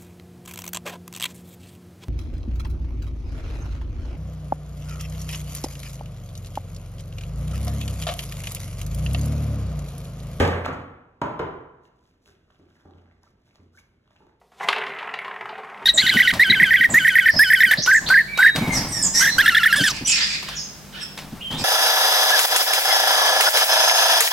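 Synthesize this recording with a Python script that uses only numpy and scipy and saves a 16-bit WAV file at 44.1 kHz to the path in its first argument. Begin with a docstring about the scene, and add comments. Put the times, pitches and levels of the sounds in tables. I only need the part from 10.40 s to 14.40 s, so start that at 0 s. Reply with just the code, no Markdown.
"""A wooden rolling pin thuds on cloth-wrapped vegetables on a board, and the worktop booms under it.
The pin is put down with two knocks. Then the wrap is lifted, rustles open with small wet slips and
drops its pieces softly on the board. The place is a very live kitchen with a low hush, heard in
stereo, with the microphone far enough back that the room is about as loud as the direct knocks."""
import sys
import numpy as np
from scipy import signal
from scipy.fft import rfft, irfft
from scipy.io import wavfile
from scipy.ndimage import uniform_filter1d

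SR = 44100
rng = np.random.default_rng(int(sys.argv[2]) if len(sys.argv) > 2 else 0)


def store_wav(level_fs):
    """Save 16-bit WAV to argv[1]."""
    pcm = np.round(np.clip(np.atleast_2d(level_fs), -1, 1) * 32767)
    wavfile.write(sys.argv[1], SR, pcm.T.astype(np.int16))


N = 176400
LEAD = SR // 10  # run-in before time zero [samples]
M = N + LEAD

# blows of the pin: (time [s], level [dB], bass [dB], clack [dB], crack [dB], contact [s], boom [dB])
KNOCKS = [(-.008, 9, 1.5, 6.5, 10, 0.0041, -17.5), (.007, 1, 10, -0.5, 8.5, 0.0021, -20),
          (.279, -6.5, 7, 6.5, 1.5, 0.0054, -76), (.33, -19.5, 15, -2.5, 12.5, 0.0031, -46),
          (0.8161, 3, 0.5, -2.5, -3, 0.003, -57), (0.993, -0.5, 4.5, 1, -4.5, .0035, -48.5)]
# ringing modes of board and pin: (frequency [Hz], level [dB])
WOOD_MODES = [(150, -10), (305, -7.5), (390, -8.5), (500, -4.5), (985, -7), (1400, -15), (3070, -22.5),
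              (6660, -31.5)]
# spectrum of the push into the board: (frequency [Hz], level [dB])
PUSH_SPECTRUM = [(25, -20.5), (60, -2), (230, 0.5), (490, 4), (720, -2.5), (1000, -1), (1600, -9),
                 (2300, -15.5), (3800, -24.5), (15000, -49.5)]
# spectrum of the first touch of wood on wood: (frequency [Hz], level [dB])
CRACK_SPECTRUM = [(600, -27), (2500, -4), (7000, -15.5), (15000, -30)]
# kitchen reverberation: (frequency [Hz], time to fall 60 dB [s])
ROOM_T60 = [(60, 1.1), (300, 0.95), (1000, 1.044), (2500, 0.87), (6000, 0.53), (14000, 0.63)]
# what the walls return: (frequency [Hz], level [dB])
ROOM_COLOUR = [(70, -3.5), (230, 0), (450, 0), (720, -0.5), (1400, 0.5), (8000, -6)]
# likeness of the room sound left and right: (frequency [Hz], correlation [0-1])
LIKENESS = [(120, .993), (300, .9), (550, .5), (1000, .25), (1800, .4), (3000, .6), (4700, .9)]
# room tone: (frequency [Hz], level [dB])
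HUSH_SPECTRUM = [(25, -14), (50, 0.5), (400, -9), (1000, -25.5), (3000, -30.5), (6000, -41), (15000, -56.5)]
# strokes of the wrap: (middle time [s], half length [s], level [dB], treble [dB])
RUSTLES = [(.035, 0.03, -28.5, -43), (0.259, 0.014, -30, -9), (1.464, 0.031, -71.5, 4),
           (1.656, 0.1, -75, 5), (1.883, 0.044, -63.5, 8), (2.154, 0.13, -71, -1), (2.36, 0.11, -70, 2),
           (2.581, 0.2, -68, -8), (2.869, 0.042, -65, 1), (3.131, 0.11, -68.5, 0),
           (3.383, 0.034, -64.5, 11), (3.78, 0.12, -67, -3.5)]
# snaps of vegetable and wrap: (time [s], level [dB], treble [dB])
SNAPS = [(.052, 6, -27), (0.078, -8, -4), (0.258, -17, 0), (2.509, -24, -25), (2.833, -34, -2.5),
         (2.868, -38.5, -14.5), (3.018, -47, -4.5), (3.157, -32, -4), (3.391, -29.5, -4), (3.708, -31, -19),
         (3.868, -33.5, -14)]
# colour of all rustles and snaps: (frequency [Hz], level [dB])
WRAP_SPECTRUM = [(200, -44.5), (600, 4), (1400, -4.5), (2500, -6), (3500, -1), (6000, -4), (8500, -12.5),
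                 (11000, -14.5), (15000, -20.5)]
# pieces and fingers landing on the board: (time [s], level [dB], hollow pitch [Hz], boom [dB])
LANDINGS = [(1.869, -36.5, 404, -60), (2.192, -29.5, 243, -58), (2.451, -24.5, 776, -50),
            (2.544, -29.5, 292, -51.5), (3.191, -33.5, 249, -50.5), (3.803, -28, 872, -71.5)]
# spectrum of a cushioned landing: (frequency [Hz], level [dB])
LANDING_SPECTRUM = [(30, 2), (100, 24.5), (350, 23.5), (700, 7.5), (1500, 2), (4000, -34)]
# wet vegetable peeling off the wrap: (time [s], pitch [Hz], level [dB])
SQUELCHES = [(2.835, 905, -60.5), (2.871, 1254, -61), (3.352, 1450, -60.5), (3.378, 1667, -54),
             (3.389, 2268, -52)]
# phase between left and right, changing with frequency: (frequency [Hz], lead of the left [rad])
STEREO_PHASE = [(20, 0), (480, 0), (1000, -.6), (1400, -.3), (1800, 1.9), (2500, 2.3), (3700, 1.6),
                (4700, 3.14)]


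def amp(db):
    """Decibels to gain."""
    return 10 ** (np.asarray(db) / 20)


def unit(x):
    """Scales to rms 1."""
    return x / np.sqrt(np.mean(x ** 2) + 1e-20)


def read(points, hz):
    """Reads a table on a log-frequency axis."""
    f, value = np.transpose(points)
    return np.interp(np.log(hz + 1), np.log(f + 1), value)


def add(mix, s, sound):
    """Mixes a sound in at time s."""
    part = mix[max(LEAD + round(s * SR), 0):][:len(sound)]
    part += sound[:len(part)]


def colour(x, points, size=4096):
    """Causal filter through (frequency [Hz], level [dB]) points."""
    log_gain = np.log(amp(read(points, abs(np.fft.fftfreq(size, 1 / SR)))))
    taps = np.fft.ifft(np.exp(np.conj(signal.hilbert(log_gain)))).real[:size // 2]
    return signal.fftconvolve(x, taps)[:len(x)]


def pair(a, b):
    """Two unrelated signals become a stereo pair, alike in the bass."""
    likeness = read(LIKENESS, np.fft.rfftfreq(len(a), 1 / SR))
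    mid = rfft(a) * np.sqrt((1 + likeness) / 2)
    side = rfft(b) * np.sqrt((1 - likeness) / 2)
    return irfft([mid + side, mid - side], len(a))


def burst(t, fall_s):
    """A dying flurry of tiny contacts, energy 1."""
    x = rng.standard_normal(len(t)) * np.exp(-t / fall_s)
    return x / np.linalg.norm(x)


def crush(t, fall_s):
    """A contact that builds and lets go, even across the spectrum, energy 1."""
    x = burst(t, fall_s) * t
    for _ in range(4):
        flattened = irfft(np.exp(1j * np.angle(rfft(x))), len(t))
        x = flattened * np.exp(-(t / fall_s / 10) ** 2)
    return x / np.linalg.norm(x)


def board(db, bass_db, clack_db, crack_db, contact_s, ring_t60=0.03):
    """One blow cracks on the wood, pushes the board and rings its modes."""
    t = np.arange(SR // 3) / SR
    ring = sum((-1) ** k * amp(mode_db - 60 * t / ring_t60) * np.sin(2 * np.pi * hz * t)
               for k, (hz, mode_db) in enumerate(WOOD_MODES))
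    push = colour(crush(t, contact_s), PUSH_SPECTRUM)
    crack = colour(burst(t, fall_s=0.0013), CRACK_SPECTRUM)
    hit = amp(-19) * ring + amp(13.5) * push + 0.44 * crack
    tone = [(130, bass_db), (450, 0), (1000, 0.024), (1800, clack_db), (8000, crack_db)]
    return amp(db) * colour(hit, tone)


def pin(room_db=-0.5):
    """Each knock of the pin lands in another place, so the room answers it differently."""
    out = np.zeros((2, M))
    for s, *blow, _ in KNOCKS:
        hit = np.zeros(M)
        add(hit, s, board(*blow))
        out += hit + amp(room_db) * kitchen(hit)
    return out


def worktop(hz=87.7, t60=1, rise_s=0.004):
    """The worktop's one deep mode swells and dies after each knock and landing."""
    out, t = np.zeros(M), np.arange(2 * SR) / SR
    boom = np.sin(2 * np.pi * hz * t) * (1 - np.exp(-t / rise_s)) * amp(-60 * t / t60)
    for s, *_, boom_db in KNOCKS + LANDINGS:
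        add(out, s, amp(boom_db) * boom)
    return out


def kitchen(x, gap_s=0.003, early_db=6.5, early_s=0.26):
    """Dense reflections reach the microphone after a gap, each band dying at its own speed."""
    noise = pair(*rng.standard_normal((2, 3 * SR // 2)))
    hz, t, bands = signal.stft(noise, SR, nperseg=512)
    decay_db = early_db * np.exp(-t / early_s) - 60 * t / read(ROOM_T60, hz)[:, None]
    tail = signal.istft(bands * amp(read(ROOM_COLOUR, hz)[:, None] + decay_db), SR)[1]
    tail *= np.clip(np.arange(tail.shape[1]) / SR / gap_s - 1, 0, 1)
    return signal.fftconvolve(x[None], tail / np.linalg.norm(tail[0]), axes=1)[:, :M]


def room_tone(db=-65.5):
    """The low, steady hush of the kitchen."""
    hush = [colour(x, HUSH_SPECTRUM) for x in rng.standard_normal((2, M))]
    return amp(db) * unit(pair(*hush))


def crinkles(length, per_s=90, centre_hz=2100, octaves=0.7, fall_cycles=1.8, spread_db=3):
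    """Damp folds let go, each a tiny pop of its own pitch; rms 1."""
    out, t = np.zeros(length), np.arange(SR // 100) / SR
    for place, pitch, size in rng.random((round(per_s * length / SR), 3)):
        hz = centre_hz * 2 ** (octaves * (2 * pitch - 1))
        pop = np.sin(2 * np.pi * hz * t) * np.exp(-hz * t / fall_cycles)
        part = out[int(place * length):][:len(t)]
        part += amp(-spread_db * np.log(size)) * pop[:len(part)]
    return unit(out)


def rustle(length, grains_per_s=1100, spread_db=0.5, rub_gain=0.17, clump_db=2.5, clump_s=0.014):
    """Moving cloth: fine crackle, crinkles and rubbing that come in clumps; rms 1."""
    ticks = rng.random(length) < grains_per_s / SR
    sizes = amp(spread_db * np.minimum(rng.exponential(1, length), 4))
    crackle = unit(ticks * sizes * rng.choice([-1, 1], length))
    drift = unit(uniform_filter1d(rng.standard_normal(length), round(clump_s * SR)))
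    cloth = crackle + crinkles(length) + rub_gain * rng.standard_normal(length)
    return unit(cloth * amp(clump_db * drift))


def wrap():
    """The bundle snaps and rustles under the pin, and again as it is lifted and opened."""
    out, t = np.zeros(M), np.arange(SR // 10) / SR
    for s, db, treble_db in SNAPS:
        snap = 2 * burst(t, fall_s=0.0009)
        add(out, s, amp(db) * colour(snap, [(1500, 0.0055), (7000, treble_db)]))
    t = np.arange(-SR // 4, SR // 4) / SR
    for s, half_s, db, treble_db in RUSTLES:
        stroke = 2 * rustle(len(t)) * np.exp(-(t / half_s) ** 2)
        add(out, s + t[0], amp(db) * colour(stroke, [(1500, 0.0037), (7000, treble_db)]))
    return colour(out, WRAP_SPECTRUM)


def pieces(rise_s=0.005, hollow_db=-17.5, hollow_t60=0.036):
    """Dull, cushioned landings on the board, each with a brief hollow note."""
    out, t = np.zeros(M), np.arange(SR // 4) / SR
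    for s, db, hz, _ in LANDINGS:
        note = amp(hollow_db - 60 * t / hollow_t60) * np.sin(2 * np.pi * hz * t)
        thud = colour(crush(t, fall_s=0.0032), LANDING_SPECTRUM)
        thud = colour(thud, [(hz / 10, -10), (hz / 2, 0)])  # smaller, higher pieces carry less bass
        add(out, s, amp(db) * (thud + note) * (1 - np.exp(-t / rise_s)))
    return out


def squelches(half_s=0.0066, width_hz=190, rise_hz_per_s=13000):
    """Brief wet slips, each in one resonance that rises as the gap closes."""
    out, t = np.zeros(M), np.arange(-SR // 10, SR // 10) / SR
    resonance = 1 / (1 + (2 * np.fft.rfftfreq(len(t), 1 / SR) / width_hz) ** 2)
    swell = np.exp(-(t / half_s) ** 2)
    for s, pitch_hz, db in SQUELCHES:
        flutter = irfft(rfft(rng.standard_normal(len(t))) * resonance, len(t))
        slip = flutter * np.cos(2 * np.pi * (pitch_hz + rise_hz_per_s * t / 2) * t)
        add(out, s + t[0], amp(db) * unit(slip * swell) * np.std(swell))
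    return out


def scene():
    """Pin, worktop, wrap and vegetables, with the kitchen around them."""
    landings, cloth, wet = pieces(), wrap(), squelches()
    reflections = kitchen(amp(1) * landings + amp(-5.5) * cloth + amp(-11.5) * wet)
    return (pin() + worktop() + cloth + landings + wet + reflections + room_tone())[:, LEAD:]


def record(dry, treble_delay_s=0.000235, balance_db=-0.8, cut_hz=15800):
    """Left and right shift in phase against each other, differently at each frequency; the left is slightly
    quieter and the top is cut."""
    hz = np.fft.rfftfreq(M, 1 / SR)
    above_table_hz = np.maximum(hz - STEREO_PHASE[-1][0], 0)
    phase = read(STEREO_PHASE, hz) + 2 * np.pi * treble_delay_s * above_table_hz
    left = np.exp(0.5j * phase) * amp(balance_db / 2)
    wide = irfft(rfft(dry, M) * np.array([left, 1 / left]), M)[:, :N]
    lowpass = signal.firwin(511, cut_hz, window=("kaiser", 9), fs=SR)
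    return signal.oaconvolve(wide, lowpass[None], "same")


dry = scene()
out = record(dry)
store_wav(out)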